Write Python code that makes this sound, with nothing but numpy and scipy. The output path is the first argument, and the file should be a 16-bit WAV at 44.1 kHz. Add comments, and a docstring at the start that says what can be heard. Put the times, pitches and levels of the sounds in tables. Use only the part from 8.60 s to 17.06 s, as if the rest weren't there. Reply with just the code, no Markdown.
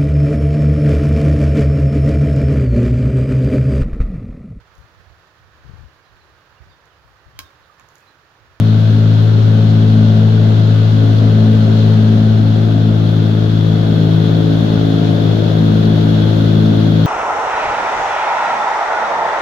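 """Inside a vertical wind tunnel

A big propeller turns under the floor net of a padded flight chamber. Its blades beat out a deep hum
whose overtones swell and fade as two flyers move through the air column. Turbulence roars around the
hum, and air rushes through the net and past the suits. Midway, the listener moves to a second spot."""
import sys
import numpy as np
from scipy import signal
from scipy.fft import rfft, irfft, next_fast_len
from scipy.io import wavfile
from scipy.ndimage import uniform_filter1d, minimum_filter1d

SR = 44100
rng = np.random.default_rng(int(sys.argv[2]) if len(sys.argv) > 2 else 0)


def waveform_to_disk(signal):
    """Save audio, clipped to [-1, 1], as 16-bit WAV at the path in sys.argv[1]."""
    frames = np.transpose(np.atleast_2d(signal))
    scaled = np.clip(frames, -1, 1) * 32767
    samples = np.round(scaled).astype(np.int16)
    wavfile.write(sys.argv[1], SR, samples)


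N = 373086


def from_db(db):
    """Amplitude ratio of a level."""
    return 10 ** (np.asarray(db) / 20)


def unit_power(x):
    """Normalisation to a mean square of 1."""
    return x / np.sqrt(np.mean(np.abs(x) ** 2) + 1e-20)


def in_time(points):
    """Linear interpolation in time, sample by sample."""
    return np.interp(np.arange(N) / SR, *np.transpose(points))


def at_hz(points, hz):
    """Interpolation on a log-frequency axis."""
    known_hz, values = np.transpose(points)
    return np.interp(np.log(np.maximum(hz, 1)), np.log(known_hz), values)


def drift(rate_hz):
    """Low-pass Gaussian noise: a slow fluctuation of unit power."""
    hop = 40
    pole = np.exp(-2 * np.pi * hop * rate_hz / SR)
    slow = signal.lfilter([1], [1, -2 * pole, pole * pole], rng.standard_normal(N // hop + 2002))[2000:]
    return np.interp(np.arange(N) / hop, np.arange(len(slow)), unit_power(slow))


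def panned(balance_db):
    """Interaural level difference as two gains whose mean is 1."""
    gains = from_db(np.array([[.5], [-.5]]) * balance_db)
    return gains / gains.mean(axis=0)


def way_moved(pace, start_s=3.73):
    """Standing waves make the sound depend on position: 0 at the first spot, 1 at the second."""
    return np.clip(pace * (np.arange(N) / SR - start_s) / 1.34, 0, 1)


# Level of the air noise, left ear minus right: f/Hz, difference/dB
EAR_BALANCE = [(50, 4), (200, 3), (400, 7), (560, 1.5), (760, 6), (1050, 4), (1380, -2.5), (1600, 1),
               (2150, 1), (2700, 3.5), (3150, 1), (4200, 6.5), (5900, 7), (6500, 3), (10000, 1)]
# Likeness of the two ears: f/Hz, correlation coefficient
EAR_CORRELATION = [(100, .97), (200, .93), (300, .72), (450, .48), (680, .2), (1020, -.16), (1520, -.17),
                   (2280, 0), (3400, .11), (5100, .08)]
def air_noise(spectrum):
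    """Partial coherence: coloured noise, alike at both ears in the bass and unrelated in the treble."""
    size = next_fast_len(N)
    hz = np.fft.rfftfreq(size, 1 / SR)
    mid, side = rfft(rng.standard_normal((2, size)))
    alike = at_hz(EAR_CORRELATION, hz)
    ears = np.sqrt(1 + alike) * mid + np.sqrt(1 - alike) * side * [[1], [-1]]
    top_hz = spectrum[-1][0]
    colour = from_db(at_hz(spectrum, hz)) / np.maximum(1, hz / top_hz) ** 6
    noise = irfft(ears * panned(at_hz(EAR_BALANCE, hz)) * colour, size)[:, :N]
    return noise / np.std(noise.mean(axis=0))


def airstream(spectrum, level_db, blade_angle, throb, gust_db):
    """Amplitude modulation: turbulent noise gusts, and pulses with every passing blade."""
    return air_noise(spectrum) * from_db(level_db + gust_db * drift(9.6)) * (1 + throb * np.cos(blade_angle))


def walls(sound, echo_db, count=8):
    """Comb filtering: weak reflections from the padded walls reach each ear with different delays."""
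    lags = (rng.uniform(.002, .022, (2, count)) * SR).astype(int)
    echoes = [sum(np.roll(ear, lag) for lag in ear_lags) for ear, ear_lags in zip(sound, lags)]
    return sound + from_db(echo_db) * np.array(echoes)


# Spectrum of the fine hiss: f/Hz, relative level/dB
FINE_HISS_SPECTRUM = [(6500, -11.5), (8300, -6), (9700, -2), (11200, -0.5), (13000, -4), (14000, -2),
                      (15500, -6.5)]
def fine_hiss(flow_db, moved, blade_angle):
    """Flow noise has a faint tail in the high treble."""
    level_db = flow_db - 25 + .54 * moved
    return airstream(FINE_HISS_SPECTRUM, level_db, blade_angle, throb=.046, gust_db=.5)


# Resonances of the air stream: f/Hz, half-width/Hz, relative level/dB
WHISTLE_MODES = [(3362, 79, 1.5), (3610, 200, -3)]
def whistle(flow_db, moved, blade_angle):
    """Resonance: the stream sings in narrow bands, louder at the second spot."""
    hz = np.geomspace(20, SR / 2, 1500)
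    gain = sum(from_db(db) / (1 + ((hz - centre) / width) ** 2) for centre, width, db in WHISTLE_MODES)
    spectrum = np.column_stack([hz, 20 * np.log10(gain)])
    return airstream(spectrum, flow_db - 12.5 + 5.3 * moved, blade_angle, throb=.033, gust_db=.5)


# Spectrum of the hiss: f/Hz, relative level/dB
HISS_SPECTRUM = [(2000, -26), (2500, -9), (2800, -5.5), (3150, -1.5), (3500, -2), (3900, -3.5),
                 (4200, -2.5), (4800, -12), (5400, -13.5), (5950, -18), (6450, -16.5), (7300, -24.5),
                 (8200, -38.5), (11000, -58.5)]
def hiss(flow_db, moved, blade_angle):
    """Flow noise at the net and the suits: the treble band."""
    return airstream(HISS_SPECTRUM, flow_db - 4 - .8 * moved, blade_angle, throb=.038, gust_db=.6)


# Spectrum of the rush: f/Hz, relative level/dB
RUSH_SPECTRUM = [(600, -27), (850, -1.5), (1020, -1.5), (1130, -1.5), (1350, -0.5), (1500, 2.5),
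                 (1700, -4.5), (2000, -7), (2400, -12.5), (3000, -16.5), (4500, -45)]
def rush(flow_db, moved, blade_angle):
    """Flow noise at the net and the suits: the middle band."""
    return airstream(RUSH_SPECTRUM, flow_db - 3 - .5 * moved, blade_angle, throb=.13, gust_db=.14)


# Spectrum of the roar: f/Hz, relative level/dB
ROAR_SPECTRUM = [(20, -15), (45, -14.5), (75, -3), (120, -2.5), (150, 1), (200, 6.5), (255, 2), (330, -8),
                 (420, -2.5), (500, -7), (590, -7.5), (720, -9.5), (830, -17.5), (1100, -28.5)]
def roar(turbulence_db, blade_angle):
    """Turbulence round the blades radiates low broadband noise."""
    return airstream(ROAR_SPECTRUM, turbulence_db + 4.5, blade_angle, throb=.19, gust_db=.47)


def eddies(hz, flutter_hz=3.88):
    """Scattering by eddies gives a tone a random amplitude and phase at each ear."""
    alike = at_hz(EAR_CORRELATION, hz)
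    mid, side = (unit_power(drift(flutter_hz) + 1j * drift(flutter_hz)) for _ in range(2))
    return mid + np.sqrt((1 - alike) / (1 + alike)) * side * [[1], [-1]]


# Blade harmonics: order, steady level/dB at the first spot, at the second, left minus right/dB,
# left phase lead/rad, scattered level/dB re turbulence
HARMONICS = [(1, -37.5, -43, 4.2, 0, -18), (2, .2, 0, 3.9, -.08, -9), (3, -20.7, -15.4, 3.5, 0, -1.5),
             (4, 0, -.8, 1, .1, -4), (5, -30.5, -25.2, -2, .1, -3), (6, -36, -25.2, 10, -1.1, -13),
             (7, -35.5, -37.5, 10, .3, -10.5), (8, -39, -34, 6.8, 0, -10.5), (9, -50, -42, 9, .4, -18),
             (10, -37, -39, 0, .7, -19), (11, -43.5, -40, .8, .3, -19), (12, -43, -41.3, 5.5, .6, -19),
             (13, -45.5, -41, 8, 2.2, -19), (14, -54, -52, 4, 1.5, -26), (16, -59, -54, 2, 1.5, -29)]
# Deep hum, added to the steady level of order 2: t/s, level/dB
HUM_ENVELOPE = [(0.0, -10), (0.69, -9.0), (3.18, -10), (3.78, -10.5), (6.28, -16), (6.71, -13.5),
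                (7.01, -14.5), (8.02, -12.5), (8.46, -13.5)]
# Its octave, added to the steady level of order 4: t/s, level/dB
OCTAVE_ENVELOPE = [(0.0, -18.6), (0.83, -23.5), (1.31, -14.5), (1.61, -16.5), (2.36, -30), (2.86, -13),
                   (3.34, -18.9), (3.63, -15.5), (3.87, -18), (5.94, -30), (6.1, -19), (6.85, -29),
                   (7.05, -15.5), (7.81, -22.5), (8.02, -13.5), (8.46, -22)]
def blade_hum(turbulence_db, blade_angle, blade_hz):
    """Periodic pressure dips, one per blade, form a harmonic series of steady plus scattered parts."""
    envelopes_db = {2: in_time(HUM_ENVELOPE), 4: in_time(OCTAVE_ENVELOPE)}
    surge_db = turbulence_db - turbulence_db.mean()
    hum = np.zeros((2, N))
    for order, first_db, second_db, balance_db, lead_rad, scatter_db in HARMONICS:
        moved = way_moved(pace=order / 2)  # shorter waves change over sooner
        spot_db = first_db + moved * (second_db - first_db)
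        # higher orders grow with the turbulence that the blades chop
        chopped_db = np.clip(.16 * (order - 2), 0, 1) * surge_db
        swell_db = envelopes_db.get(order, chopped_db + .87 * drift(.8))
        steady = from_db(spot_db + swell_db)
        scattered = from_db(turbulence_db + scatter_db) * eddies(order * blade_hz[0])
        # moving bodies sway the sound paths; reflections smear the dip, more at the first spot
        sway = order * .09 * drift(.45)
        smear = order * .29 * (1 - way_moved(pace=.89)) * rng.normal() + .44 * rng.normal()
        tone = (steady + scattered) * np.exp(1j * (order * blade_angle + sway + smear))
        ears = np.real(tone * np.exp(1j * lead_rad * np.array([[.5], [-.5]])))
        hum -= np.sqrt(2) * panned(balance_db) * ears
    return hum


# Blade-passing frequency: t/s, f/Hz
BLADE_RATE = [(0, 54.52), (4.15, 54.52), (4.75, 54.1), (5.7, 54.04), (8.46, 54.08)]
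# Turbulence round the blades: t/s, level/dB
TURBULENCE_LEVEL = [(0.0, -30.5), (1.93, -27), (2.32, -29), (2.62, -26.5), (4.31, -28), (4.97, -30),
                    (5.22, -27), (6.81, -24.9), (8.46, -26)]
# Air stream through the net: t/s, level/dB
FLOW_LEVEL = [(0.0, -36), (3.42, -34.5), (3.73, -36), (4.87, -35.5), (5.64, -34), (7.61, -32.5),
              (8.12, -33.5), (8.46, -32)]
def scene():
    """Superposition of hum and air noise, all driven by one propeller."""
    blade_hz = in_time(BLADE_RATE)
    blade_angle = 2 * np.pi * np.cumsum(blade_hz) / SR
    turbulence_db, flow_db = in_time(TURBULENCE_LEVEL), in_time(FLOW_LEVEL)
    stream = (flow_db, way_moved(pace=1.6), blade_angle)
    roaring = roar(turbulence_db, blade_angle)
    air = rush(*stream) + hiss(*stream)
    whistling = whistle(*stream)
    air += fine_hiss(*stream)
    hum = blade_hum(turbulence_db, blade_angle, blade_hz)
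    return hum + roaring + whistling + walls(air, echo_db=-20)


def limiter(sound, ceiling=.99, window=110):
    """Look-ahead limiting: the gain eases down before any peak that would pass the ceiling."""
    allowed = np.minimum(1, ceiling / (np.abs(sound).max(axis=0) + 1e-9))
    held = minimum_filter1d(allowed, 2 * window + 1)
    return sound * uniform_filter1d(uniform_filter1d(held, window), window)


def record(dry, cutoff_hz=15800):
    """Peak limiting, then low-pass filtering of the highest treble."""
    lowpass = signal.ellip(10, .05, 70, cutoff_hz, fs=SR, output="sos")
    return signal.sosfilt(lowpass, limiter(dry))


dry = scene()
out = record(dry)
waveform_to_disk(out)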